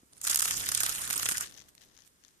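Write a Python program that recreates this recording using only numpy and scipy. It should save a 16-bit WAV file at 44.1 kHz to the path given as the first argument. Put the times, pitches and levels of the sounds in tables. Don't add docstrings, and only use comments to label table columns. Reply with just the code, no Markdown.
import sys
import numpy as np
from scipy import signal
from scipy.fft import rfft, irfft, next_fast_len
from scipy.io import wavfile

SR = 44100
rng = np.random.default_rng(int(sys.argv[2]) if len(sys.argv) > 2 else 0)


def unload_audio(sound):
    columns = np.transpose(np.atleast_2d(sound))
    steps = np.round(np.clip(columns, -1, 1) * 32767)
    wavfile.write(sys.argv[1], SR, steps.astype(np.int16))


N = 105840
TIME = np.arange(N) / SR

# t/s, f/Hz
WINGBEAT_RATE = [(0.3, 33.6), (0.48, 33.2), (0.56, 32.0), (0.68, 34.8), (0.85, 34.4), (0.97, 33.0),
                 (1.1, 33.6), (1.22, 32.4), (1.4, 33.4)]
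# t/s, level/dB
BRUSH_LEVEL = [(0.11,-71),(0.14,-63.5),(0.2,-59.5),(0.236,-45.5),(0.25,-36.5),(0.318,-30.5),(0.384,-39.5),(0.405,-32),(0.414,-46),(0.425,-30.5),(0.57,-35.5),(0.73,-35.5),(0.84,-31.5),(0.95,-35.5),(1.08,-35.5),(1.2,-35),(1.328,-35),(1.341,-38.5),(1.352,-34.5),(1.395,-40.5),(1.428,-35.5),(1.47,-51),(1.53,-63),(1.66,-74)]
# f/Hz, level/dB
GRASS_TONE_LEFT = [(40,-28),(110,-12),(450,-16.5),(1050,-11),(1400,-2.5),(1800,-2),(2600,-16),(3500,-8),(5600,-2.5),(6000,-9.5),(6650,1),(7400,-5.5),(8100,-2.5),(8500,-12),(8900,-26),(9400,-13),(10400,-7.5),(11600,-20),(14500,-18)]
GRASS_TONE_RIGHT = [(40,-11),(110,-15.5),(450,-29),(700,-23),(1150,-11),(1750,-11),(2900,-9),(4000,-9),(5500,-7),(8000,0),(9500,-0.5),(10400,-3.5),(11700,-2.5),(14500,-6)]
CRINKLE_EDGES = [1100, 1550, 2300, 3300, 4600, 6200, 8000, 10500]
# t/s, body level/dB, treble level/dB
WING_SLAPS = [(0.2137,-48,-36),(0.241,-43,-28.5),(.249,-39.5,-28),(0.269,-38,-23.5),(.2735,-30.5,-26),(0.2814,-50,-27),(0.2966,-32,-21),(0.3005,-32,-28),(0.3092,-54,-28),(0.3142,-36,-31),(0.3284,-30,-31),(.332,-49,-31),(0.344,-33,-22.5),(0.3466,-42,-30),(.3577,-29,-20.5),(.3717,-40,-25),(0.375,-33,-32),(0.3894,-32.5,-24),(0.3942,-33.5,-22),(.405,-32.5,-27),(0.419,-36.5,-25.5),(0.4236,-35,-24.5),(0.448,-37,-27),(0.4542,-34,-26),(0.4783,-37.5,-29),(.508,-29.5,-27.5),(0.539,-37.5,-32.5),(.602,-40,-33.5),(0.66,-45,-34),(0.688,-28,-24),(0.7179,-33,-25.5),(0.7478,-38.5,-24),(0.7751,-34.5,-25.5),(0.8039,-31,-22),(0.8326,-28.5,-23.5),(.862,-27,-22.5),(0.8928,-32.5,-24.5),(1.0752,-39,-33.5),(1.101,-35.5,-32),(1.1065,-31.5,-27),(1.1278,-35,-26.5),(1.1374,-36,-36),(1.1774,-47,-31.5),(1.1954,-33,-27.5),(1.229,-27.5,-32),(1.256,-30.5,-23.5),(1.261,-32,-33),(1.2874,-24,-21),(1.2921,-35.5,-29),(1.312,-32.5,-27),(1.319,-31,-27),(1.3705,-37.5,-26.5),(1.3798,-38.5,-25),(1.408,-42,-25.5)]
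# t/s, level/dB, f/Hz
WING_SNAPS = [(.274,-11,8600),(.314,-10.5,7540),(.359,-10.5,11600),(.425,-13,8040),(.717,-15,9400),(.7497,-8,9200),(0.7746,-13.5,9000),(.834,-15.5,8800),(1.130,-21.5,10500),(1.179,-16,11900),(1.289,-16.5,11500)]
# t/s, level/dB
HUM_LEVEL = [(0.15,-83),(0.22,-70),(0.38,-69.5),(0.52,-56.5),(0.85,-60),(1.0,-63),(1.28,-62.5),(1.44,-67.5),(1.52,-81.5),(1.64,-76),(1.72,-84.5)]
# multiple of the wingbeat, level/dB
HUM_NOTES = [(2,2.5),(3,-0.5),(4,-1.5),(5,-8.5),(6,-12)]
# t/s, level/dB
RUSH_LEVEL = [(0.09,-90),(0.13,-68),(0.22,-69.5),(0.3,-73),(0.6,-51),(0.8,-59.5),(1.1,-53.5),(1.35,-57.5),(1.47,-62),(1.62,-65.5),(1.75,-75),(1.9,-70.5),(2.12,-91.5)]
# f/Hz, level/dB
RUSH_TONE = [(25,-6),(70,-8),(180,-4),(400,-7),(700,-12.5),(1200,-14.5),(4000,-42.5)]
# t/s, level/dB
SCRAPE_LEVEL = [(0.11,-83.5),(0.135,-54.5),(0.155,-84),(0.18,-45),(0.2,-86),(0.225,-66),(0.26,-90)]
# f/Hz, level/dB
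SCRAPE_TONE = [(2000,-35.5),(7500,-8.5),(9000,-7),(9500,9),(10300,-13),(14500,-34)]
# t/s, left level/dB, right level/dB, blade ring level/dB
LEG_TICKS = [(.133,-50,-54,-63),(0.168,-54,-49,-70),(1.472,-39,-60,-48),(1.511,-46,-48,-55),(1.5417,-58,-52,-39),(1.565,-50,-62,-48),(1.5763,-48.5,-50,-37),(1.5838,-40,-52.5,-39),(1.5929,-52,-62,-37),(1.6046,-54,-64,-41),(1.620,-43,-61,-64),(1.686,-55,-49,-58),(1.751,-50,-47.5,-58),(1.7797,-43,-65,-46),(1.9666,-51,-64,-52),(1.9758,-48.5,-61,-46),(2.005,-60,-68,-45.5),(2.0209,-46.5,-65,-49),(2.238,-50,-69,-52.5),(2.249,-44.5,-63,-50),(2.2819,-51,-68,-45.5)]
# f/Hz, level/dB
STALK_TONE = [(150,-5.5),(900,-12.5),(1250,-12),(1750,-2.5),(2400,-9),(3400,-3),(4500,-5),(6400,-2),(7000,-7.5),(7700,-22),(10500,-18.5),(14500,-24)]
# middle t/s, half length/s, left level/dB, right level/dB
GRASS_RUSTLES = [(1.466,0.026,-49,-72),(1.576,0.043,-54.5,-62.5),(1.69,0.012,-63.5,-59),(1.831,0.032,-59.5,-64.5),(1.998,0.068,-62,-78.5),(2.071,0.011,-74,-57),(2.273,0.047,-64.5,-78)]
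# f/Hz, level/dB
BUMP_TONE = [(40,-14),(200,5),(700,-6),(1500,-31),(5000,-52)]
# f/Hz, level/dB
AIR_TONE = [(25,-11.5),(100,-4.5),(267,-6),(430,-9),(697,-15.5),(1070,-13.5),(1720,-15),(2570,-19),(6520,-17.5),(9000,-16.5),(14500,-23.5)]

BODY_EDGE_HZ, CUTOFF_HZ = 4600, 14650
BODY_SHARED, TREBLE_SHARED = 0.5, 0.056
CLUMP_HZ, PATCH_HZ, WAVER_HZ = 176, 25.6, 9
RUSTLE_CLICKS_PER_S, RUSTLE_SPREAD_DB = 2500, 4


def brushing(phase):
    level_db = curve(BRUSH_LEVEL) + 1.1 * drift(CLUMP_HZ)
    body = amp(level_db - 1.5 + 2 * np.cos(phase))
    treble = amp(level_db - 3 + 1.16 * np.cos(phase))
    return crinkle(body, treble, per_s=5000, spread_db=5, flicker_db=3.22)


def wing_phase(landing_s=0.693):
    turns = np.cumsum(curve(WINGBEAT_RATE)) / SR
    return 2 * np.pi * (turns - np.interp(landing_s, TIME, turns))


def crinkle(body, treble, per_s, spread_db, flicker_db):
    stems = body * crackle(per_s, spread_db, BODY_SHARED)
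    skin = treble * crackle(per_s, spread_db, TREBLE_SHARED)
    out = 0
    for low, high in zip([20] + CRINKLE_EDGES, CRINKLE_EDGES + [18000]):
        band = signal.butter(2, [low, high], "band", fs=SR, output="sos")
        source = stems if high <= BODY_EDGE_HZ else skin
        flicker = amp(flicker_db * drift(PATCH_HZ))
        out = signal.sosfilt(band, source + 1e-18) * flicker - out
    return colour(out, GRASS_TONE_LEFT, GRASS_TONE_RIGHT)


def slaps():
    starts, body_db, treble_db = np.transpose(WING_SLAPS)
    shapes = np.array([burst(t, attack_s=0.00049, hold_s=0.00097, decay_s=0.0023) for t in starts])
    body = amp(body_db + 7.5) @ shapes
    treble = amp(treble_db - 0.12) @ shapes
    return crinkle(body, treble, per_s=8000, spread_db=1.5, flicker_db=1.9)


def snaps(width_s=0.00044, left_db=-23):
    out = 0
    for t, db, hz in WING_SNAPS:
        age = TIME - t
        out += amp(db) * np.exp(-(age / width_s) ** 2) * np.sin(2 * np.pi * hz * age)
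    return np.array([amp(left_db) * out, out])


def hum(phase, waver_rad=0.35, waver_db=1.5):
    out = 0
    for multiple, db in HUM_NOTES:
        offset = rng.uniform(0, 2 * np.pi) + waver_rad * np.array([drift(WAVER_HZ), drift(WAVER_HZ)])
        out += amp(db + waver_db * drift(WAVER_HZ)) * np.sin(multiple * phase + offset)
    return amp(curve(HUM_LEVEL)) * out


def rush():
    noise = two_ears(rng.standard_normal((3, N)), shared=0.3)
    return amp(curve(RUSH_LEVEL)) * colour(noise, RUSH_TONE)


def scrape(left_db=-13):
    clicks = amp(curve(SCRAPE_LEVEL)) * crackle(RUSTLE_CLICKS_PER_S, RUSTLE_SPREAD_DB, TREBLE_SHARED)
    return amp([[left_db], [0]]) * colour(clicks, SCRAPE_TONE)


def blade_rings(pitch_hz=6230, decay_s=0.00067):
    out = 0
    for t, _, _, db in LEG_TICKS:
        hz = pitch_hz * (1 + 0.044 * rng.standard_normal())
        out += amp(db + 4) * burst(t, decay_s / 2, decay_s) * np.sin(2 * np.pi * hz * (TIME - t))
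    return out


def leg_ticks(decay_s=0.0012):
    taps = sum(amp([[left], [right]]) * burst(t, decay_s / 10, decay_s)
               for t, left, right, _ in LEG_TICKS)
    return amp(2.5) * taps * rng.standard_normal((2, N))


def rustles(clump_db=3.5):
    swells = sum(amp([[left], [right]]) * np.exp(-((TIME - t) / half) ** 2 / 2)
                 for t, half, left, right in GRASS_RUSTLES)
    clumps = amp(clump_db * drift(CLUMP_HZ))
    return swells * clumps * crackle(RUSTLE_CLICKS_PER_S, RUSTLE_SPREAD_DB, TREBLE_SHARED)


def settling():
    rings = blade_rings()
    clicks = rustles() + leg_ticks()
    left = colour(clicks[:1], STALK_TONE) + rings
    right = colour(clicks[1:], GRASS_TONE_RIGHT)
    return np.vstack([left, right])


def bump(start_s=0.031):
    knock = burst(start_s, attack_s=0.00039, decay_s=0.0039) * rng.standard_normal((1, N))
    return amp(-53) * colour(knock, BUMP_TONE)


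def open_air():
    noise = two_ears(rng.standard_normal((3, N)), shared=0.43)
    return amp(-69) * colour(noise, AIR_TONE)


def amp(db):
    return 10 ** (np.asarray(db) / 20)


def unit_power(x):
    return x / np.sqrt(np.mean(x ** 2) + 1e-20)


def curve(rows):
    return np.interp(TIME, *np.transpose(rows))


def drift(hz):
    pole = np.exp(-2 * np.pi * hz / SR)
    noise = rng.standard_normal(N + SR // 4)
    return unit_power(signal.lfilter([1], [1, -2 * pole, pole * pole], noise)[-N:])


def burst(start_s, attack_s, decay_s, hold_s=0):
    out = np.zeros(N)
    span = slice(int(start_s * SR), int(start_s * SR) + 4096)
    age = TIME[span] - start_s
    out[span] = np.clip(age / attack_s, 0, 1) * np.exp(-np.maximum(age - attack_s - hold_s, 0) / decay_s)
    return out


def crackle(per_s, spread_db, shared):
    sizes = amp(spread_db * np.minimum(rng.exponential(1, (3, N)), 4))
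    signs = rng.choice([-1, 1], (3, N))
    hits = rng.random((3, N)) < per_s / SR
    return two_ears(unit_power(sizes * signs * hits), shared)


def two_ears(three, shared, lag_s=0.00036):
    direct = np.array([three[0], np.roll(three[0], round(lag_s * SR))])
    return np.sqrt(shared) * direct + np.sqrt(1 - shared) * three[1:]


def colour(x, *tones, size=4096):
    hz = np.maximum(np.fft.rfftfreq(size, 1 / SR), 1)
    gain = amp([np.interp(np.log(hz), np.log(f), db) for f, db in map(np.transpose, tones)])
    gain /= np.sqrt(np.mean(gain ** 2 * (hz < CUTOFF_HZ)))
    fold = np.r_[1, np.full(size // 2 - 1, 2), 1, np.zeros(size // 2 - 1)]
    response = irfft(np.exp(rfft(irfft(np.log(gain)) * fold)))
    length = next_fast_len(N + size, True)
    return irfft(rfft(x, length) * rfft(response, length), length)[:, :N]


def scene():
    phase = wing_phase()
    wings = scrape() + brushing(phase) + slaps() + snaps() + hum(phase) + rush()
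    return wings + settling() + open_air() + bump()


def record(dry):
    return signal.sosfilt(signal.ellip(10, .2, 70, CUTOFF_HZ, fs=SR, output="sos"), dry)


dry = scene()
out = record(dry)
unload_audio(out)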